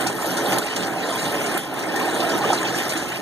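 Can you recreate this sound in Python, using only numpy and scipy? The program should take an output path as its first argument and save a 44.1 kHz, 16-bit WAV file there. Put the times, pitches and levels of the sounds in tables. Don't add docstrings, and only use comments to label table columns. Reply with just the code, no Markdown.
import sys
import numpy as np
from scipy import signal
from scipy.fft import rfft, irfft, next_fast_len
from scipy.io import wavfile

SR = 44100
rng = np.random.default_rng(int(sys.argv[2]) if len(sys.argv) > 2 else 0)


def digitize_waveform(pressure):
    field = np.atleast_2d(pressure).T
    bounded = np.clip(field, -1, 1)
    quanta = np.round(bounded * 32767).astype(np.int16)
    wavfile.write(sys.argv[1], SR, quanta)


N = 141561
TIME = np.arange(N) / SR
HZ = np.maximum(np.arange(N + 1) * SR / (2 * N), 1)

# time in seconds, level in dB before the churn trim.
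CHURN_LEVEL = [(0, -23), (0.15, -27.5), (0.4, -25), (0.57, -21), (0.61, -26.5), (0.66, -28.5), (0.755, -30),
               (0.765, -25.5), (0.9, -25.5), (0.96, -28), (1.12, -25), (1.2, -29.5), (1.25, -26),
               (1.42, -26.5), (1.575, -23), (1.6, -33), (1.72, -29.5), (1.83, -26.5), (1.89, -27.5),
               (1.96, -23.5), (2.17, -25), (2.22, -22), (2.34, -22), (2.41, -24), (2.54, -20),
               (2.57, -26.5), (2.86, -26), (3.07, -29), (3.11, -32.5), (3.21, -29.5)]
# frequency in Hz, relative level in dB per Hz.
CHURN_COLOUR = [(80, -43), (170, -23), (240, -4), (300, -1), (380, -3), (550, -1.5), (770, 0.5), (930, -5),
                (1150, -12.5), (1800, -14), (2100, -20.5), (3000, -32), (6000, -47)]
CHURN_TRIM_DB = -1.31
POPS_PER_S, POP_SPREAD_DB = 1500, 1.5
POP_DB, WASH_DB = -3, -3


def churn():
    ringing = bubble_cloud(low_hz=218.4, high_hz=2834, cycles=37, rise=0.24, spread_db=0.8, count=2000)
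    bursting = from_db(POP_DB) * rms_one(clicks(POPS_PER_S, POP_SPREAD_DB))
    wash = from_db(WASH_DB) * rng.standard_normal((2, N))
    water = rms_one(shaped(ringing + bursting + wash, tub_colour(CHURN_COLOUR)))
    return from_db(CHURN_TRIM_DB + in_time(CHURN_LEVEL)) * water


def bubble_cloud(low_hz, high_hz, cycles, rise, spread_db, count, size=3):
    spots = np.zeros((size, N))
    for when, pitch, strength, life, place in rng.random((count, 5)):
        hz = low_hz * (high_hz / low_hz) ** pitch
        boost_db = spread_db * min(-np.log(1 - strength), 4)
        ring = bubble(hz, cycles * (.5 + life), rise, attack_s=.5 / hz)
        add(spots[int(place * size)], when * N / SR, hz * from_db(boost_db) * ring)
    cloud = sum(from_spot(spot) for spot in spots)
    return rms_one(cloud) * np.sqrt(2 * (high_hz - low_hz) / SR)


def bubble(hz, cycles, rise, attack_s):
    life = cycles / hz
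    t = TIME[:int(life * SR) + 2]
    turns = hz * t * (1 + rise * (t / life / 2 - .1))
    return np.sin(2 * np.pi * turns) * from_db(-60 * t / life) * (1 - np.exp(-t / attack_s))


# start in seconds, strength in dB before the attack rounds it, pitch in Hz.
GLUG_EVENTS = [(0.384, -19, 1460), (0.553, -25, 720), (0.619, -20.5, 1420), (1.532, -20, 754),
               (1.571, -19.5, 1550), (2.012, -17.5, 1040), (2.077, -14, 770), (2.202, -17, 690),
               (2.239, -12.5, 698), (2.44, -13.5, 1165), (2.454, -16, 423), (2.502, -8, 790),
               (2.529, -10, 900), (2.53, -16, 1266), (2.745, -17, 1670), (2.863, -20.5, 1260)]
GLUG_CYCLES, GLUG_RISE, GLUG_ATTACK_S = 37, 0.15, 0.0012


def glugs():
    out = np.zeros((2, N))
    for start_s, db, hz in GLUG_EVENTS:
        add(out[0], start_s, from_db(db) * bubble(hz, GLUG_CYCLES, GLUG_RISE, GLUG_ATTACK_S))
    return out


# time in seconds, level in dB before the spray trim.
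SPRAY_LEVEL = [(0, -34), (0.1, -39), (0.15, -43), (0.27, -37), (0.47, -38), (0.53, -31.5), (0.6, -38.5),
               (0.67, -34), (0.75, -37.5), (0.83, -39), (0.91, -40.5), (1.06, -36.5), (1.57, -37.5),
               (1.6, -39.5), (1.71, -47.5), (1.81, -39), (1.9, -42), (1.96, -38), (2.37, -36), (2.41, -40),
               (2.48, -35), (2.73, -35.5), (2.98, -38.5), (3.11, -40.5), (3.16, -38.5), (3.21, -44)]
# frequency in Hz, relative level in dB per Hz.
SPRAY_COLOUR = [(300, -46), (1200, 5), (2500, 4.5), (3400, -0.5), (4800, -1.5), (6400, -3), (7800, -1.5),
                (9500, -4.5), (12000, -8.5), (14000, -21.5), (15500, -32)]
SPRAY_TRIM_DB, HISS_DB, FIZZ_DB = 1.04, 0.5, 0.5
DROPS_PER_S, DROP_SPREAD_DB, DROP_CLUMP_DB = 650, 3.5, 4.5
DROP_T60_S, DROP_TAIL_DB = 0.059, 1.5


def spray():
    drops = clicks(DROPS_PER_S * from_db(DROP_CLUMP_DB * drift(16)), DROP_SPREAD_DB)
    decay = from_db(-60 / (DROP_T60_S * SR)) ** 2
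    power = signal.lfilter([1], [1, -decay], np.sum(drops ** 2, axis=0) + 1e-18)
    droplets = rms_one(np.sqrt(power) * rng.standard_normal((2, N)))
    patter = rms_one(rms_one(drops) + from_db(DROP_TAIL_DB) * droplets)
    fizz = bubble_cloud(low_hz=1497, high_hz=14020, cycles=110, rise=0.035, spread_db=2.5, count=2400)
    hiss = rng.standard_normal((2, N))
    mix = patter + from_db(FIZZ_DB) * fizz + from_db(HISS_DB) * hiss
    flurries = rms_one(patches(shaped(mix, from_db(over_hz(SPRAY_COLOUR))), count=12))
    return from_db(SPRAY_TRIM_DB + in_time(SPRAY_LEVEL)) * flurries


# time in seconds, lift in dB.
SPRAY_TOP = [(0, 4), (0.57, 8), (0.66, -4), (0.98, -10), (1.15, 4), (1.5, 3), (2.05, 0), (2.5, -4.5),
             (2.85, 1)]
PATCHY_DB, PATCH_RATE_HZ, TOP_FROM_HZ = 2.5, 12, 11100


def patches(x, count):
    size = next_fast_len(N)
    spectrum = rfft(x, size)
    hz = np.linspace(0, SR / 2, spectrum.shape[1])
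    centres = np.geomspace(2000, 14000, count)
    top_db = in_time(SPRAY_TOP)
    out = 0
    for centre, peak in zip(centres, np.eye(count)):
        db = PATCHY_DB * drift(PATCH_RATE_HZ) + top_db / (1 + (TOP_FROM_HZ / centre) ** 6)
        band = irfft(spectrum * np.interp(hz, centres, peak), size)[:, :N]
        out = out + from_db(db) * band
    return out


# start in seconds, level in dB before the splash trim, centre in Hz, # width in octaves, time to fall
# 60 dB in seconds.
SPLASH_EVENTS = [(0.01, -30, 8000, 1.5, 0.071), (0.0678, -23.5, 6060, 1, 0.1),
                 (0.149, -32, 11800, 0.57, 0.055), (0.263, -28, 11000, 0.54, 0.054),
                 (0.3681, -27, 6100, 1.4, 0.18), (0.583, -17, 6060, 2, 0.04),
                 (0.623, -31, 4400, 0.44, 0.071), (0.761, -22, 3220, 3, 0.069), (0.83, -28, 3750, 1.2, .08),
                 (1.2516, -31.5, 3630, 0.69, 0.13), (1.46, -28.5, 5800, 1, 0.1),
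                 (1.575, -21.5, 10400, .8, 0.032), (1.738, -26.5, 10400, 0.55, 0.023),
                 (1.791, -32, 5440, 1.8, 0.066), (1.9589, -26, 3000, 3.5, .07),
                 (2.202, -27.5, 3360, 1.2, 0.13), (2.23, -31, 7500, 1.6, 0.059),
                 (2.294, -28, 4930, .2, 0.09), (2.375, -30, 10600, 0.59, 0.054),
                 (2.53, -22.5, 6100, 0.85, 0.084), (2.645, -33, 3400, 0.2, 0.16),
                 (2.6716, -27, 5100, 0.66, 0.056), (2.882, -23, 12500, .8, .012),
                 (2.8918, -26, 5460, 1.6, 0.14), (2.971, -30, 5500, 1.8, 0.14)]
SPLASH_TRIM_DB, SPLASH_GRAIN_DB, SPLASH_ATTACK_S = -3.5, -1, 0.0015


def splashes():
    out, t = np.zeros((2, N)), TIME[:SR // 4]
    for start_s, db, hz, octaves, t60 in SPLASH_EVENTS:
        grains = rng.standard_normal((2, len(t))) * from_db(SPLASH_GRAIN_DB * drift(480)[:len(t)])
        edges = np.clip(hz * 2 ** (octaves * np.array([-.5, .5])), 100, .45 * SR)
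        band = signal.butter(2, edges, "band", fs=SR, output="sos")
        grains = rms_one(signal.sosfilt(band, grains))
        attack = 1 - np.exp(-t / SPLASH_ATTACK_S)
        add(out, start_s, grains * attack * from_db(SPLASH_TRIM_DB + db - 60 * t / t60))
    return out


# time in seconds, level in dB before the boom trim.
BOOM_LEVEL = [(0.0, -39), (0.47, -41), (0.5, -33), (0.74, -47.5), (0.79, -36.5), (1.08, -44.5),
              (1.26, -35.5), (1.72, -44), (2.33, -38.5), (3.21, -42.5)]
# frequency in Hz, relative level in dB per Hz.
BOOM_COLOUR = [(25, -27), (48, -32), (80, -17), (100, -19.5), (130, -3), (165, -8.5), (200, -1), (260, -5),
               (400, -25.5)]
BOOM_TRIM_DB = 0.5


def boom():
    drone = rms_one(shaped(rng.standard_normal((2, N)), tub_colour(BOOM_COLOUR)))
    return from_db(BOOM_TRIM_DB + in_time(BOOM_LEVEL)) * drone


# frequency in Hz, width in Hz, lift in dB.
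TUB_MODES = [(79.6, 32, 10.5), (126.3, 71, 8.5), (181.4, 26.5, 12.5), (257, 13.5, 5), (310, 21, 4.5),
             (342, 21, 7), (430, 41, 5.5), (597, 61, 1.5), (755, 30, 4), (1038, 26, 5.5), (1295, 39, 6),
             (1464, 33, 7), (1622, 23, 6.5), (1815, 58, 11)]


def tub_colour(points):
    lift_db = sum(db / (1 + (2 * (HZ - hz) / width) ** 2) for hz, width, db in TUB_MODES)
    return from_db(over_hz(points) + lift_db)


# time in seconds, level in dB.
SIZZLE_LEVEL = [(1.0, -72), (1.1, -47), (1.55, -50), (1.65, -77)]
SIZZLE_HZ, SIZZLE_WIDTH_HZ = 9100, 1700


def sizzle():
    band = 1 / (1 + (2 * (HZ - SIZZLE_HZ) / SIZZLE_WIDTH_HZ) ** 2)
    return from_db(in_time(SIZZLE_LEVEL)) * rms_one(shaped(rng.standard_normal((2, N)), band))


ROOM_T60_S, ROOM_DB = 0.13, -1


def from_spot(x):
    t, angle = TIME[:SR // 8], 2 * np.pi * rng.random()
    paths = rng.standard_normal((2, len(t))) * from_db(-60 * t / ROOM_T60_S)
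    paths *= from_db(ROOM_DB) / np.sqrt(np.sum(paths ** 2))
    paths[:, 0] += [np.cos(angle), np.sin(angle)]
    return signal.oaconvolve(x[None], paths, axes=1)[:, :N]


def clicks(per_s, spread_db):
    strength = from_db(spread_db * np.minimum(rng.exponential(1, N), 4.5))
    hits = (rng.random(N) < per_s / SR) * strength
    angle = 2 * np.pi * rng.random(N)
    return hits * np.array([np.cos(angle), np.sin(angle)])


def drift(rate_hz):
    r = np.exp(-80 * np.pi * rate_hz / SR)
    noise = rng.standard_normal(N // 40 + 2002)
    slow = signal.lfilter([1], [1, -2 * r, r * r], noise)[2000:]
    return np.interp(np.arange(N) / 40, np.arange(len(slow)), rms_one(slow))


def from_db(db):
    return 10 ** (np.asarray(db) / 20)


def rms_one(x):
    return x / np.sqrt(np.mean(x ** 2) + 1e-20)


def in_time(rows):
    return np.interp(TIME, *np.transpose(rows))


def over_hz(points):
    hz, value = np.transpose(points)
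    return np.interp(np.log(HZ), np.log(hz), value)


def shaped(x, gain):
    return irfft(rfft(x, 2 * N) * gain)[..., :N]


def add(out, start_s, sound):
    i = int(np.clip(start_s * SR, 0, N - 1))
    out[..., i:i + sound.shape[-1]] += sound[..., :N - i]


# frequency in Hz, gain of the side signal in dB.
PORT_SIDE = [(30, 10), (120, -9), (300, -7.5), (800, -9), (1300, -3), (2000, -2), (4000, -0.5),
             (15000, -0.5)]
# frequency in Hz, left minus right gain in dB.
PORT_BALANCE = [(60, -1.5), (700, -4), (1200, -3.5), (1800, 1.5), (2600, -14.5), (6000, -2.5), (14000, 6.5)]


def scene():
    mid, side = churn() + boom() + spray() + sizzle() + glugs() + splashes()
    side = shaped(side, from_db(over_hz(PORT_SIDE)))
    lean_db = over_hz(PORT_BALANCE) / 2
    return shaped(np.array([mid + side, mid - side]), from_db([lean_db, -lean_db]))


WIDEN_DELAY_S, WIDEN_FROM_HZ, WIDEN_SHARE = 0.0003894, 1060, .95
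CUTOFF_HZ = 15200


def record(dry):
    treble = WIDEN_SHARE / (1 + (WIDEN_FROM_HZ / HZ) ** 6)
    delay = np.exp(-2j * np.pi * HZ * WIDEN_DELAY_S)
    wide = dry - shaped(dry[::-1], treble * delay)
    return shaped(wide, 1 / np.sqrt(1 + (HZ / CUTOFF_HZ) ** 200))


dry = scene()
out = record(dry)
digitize_waveform(out)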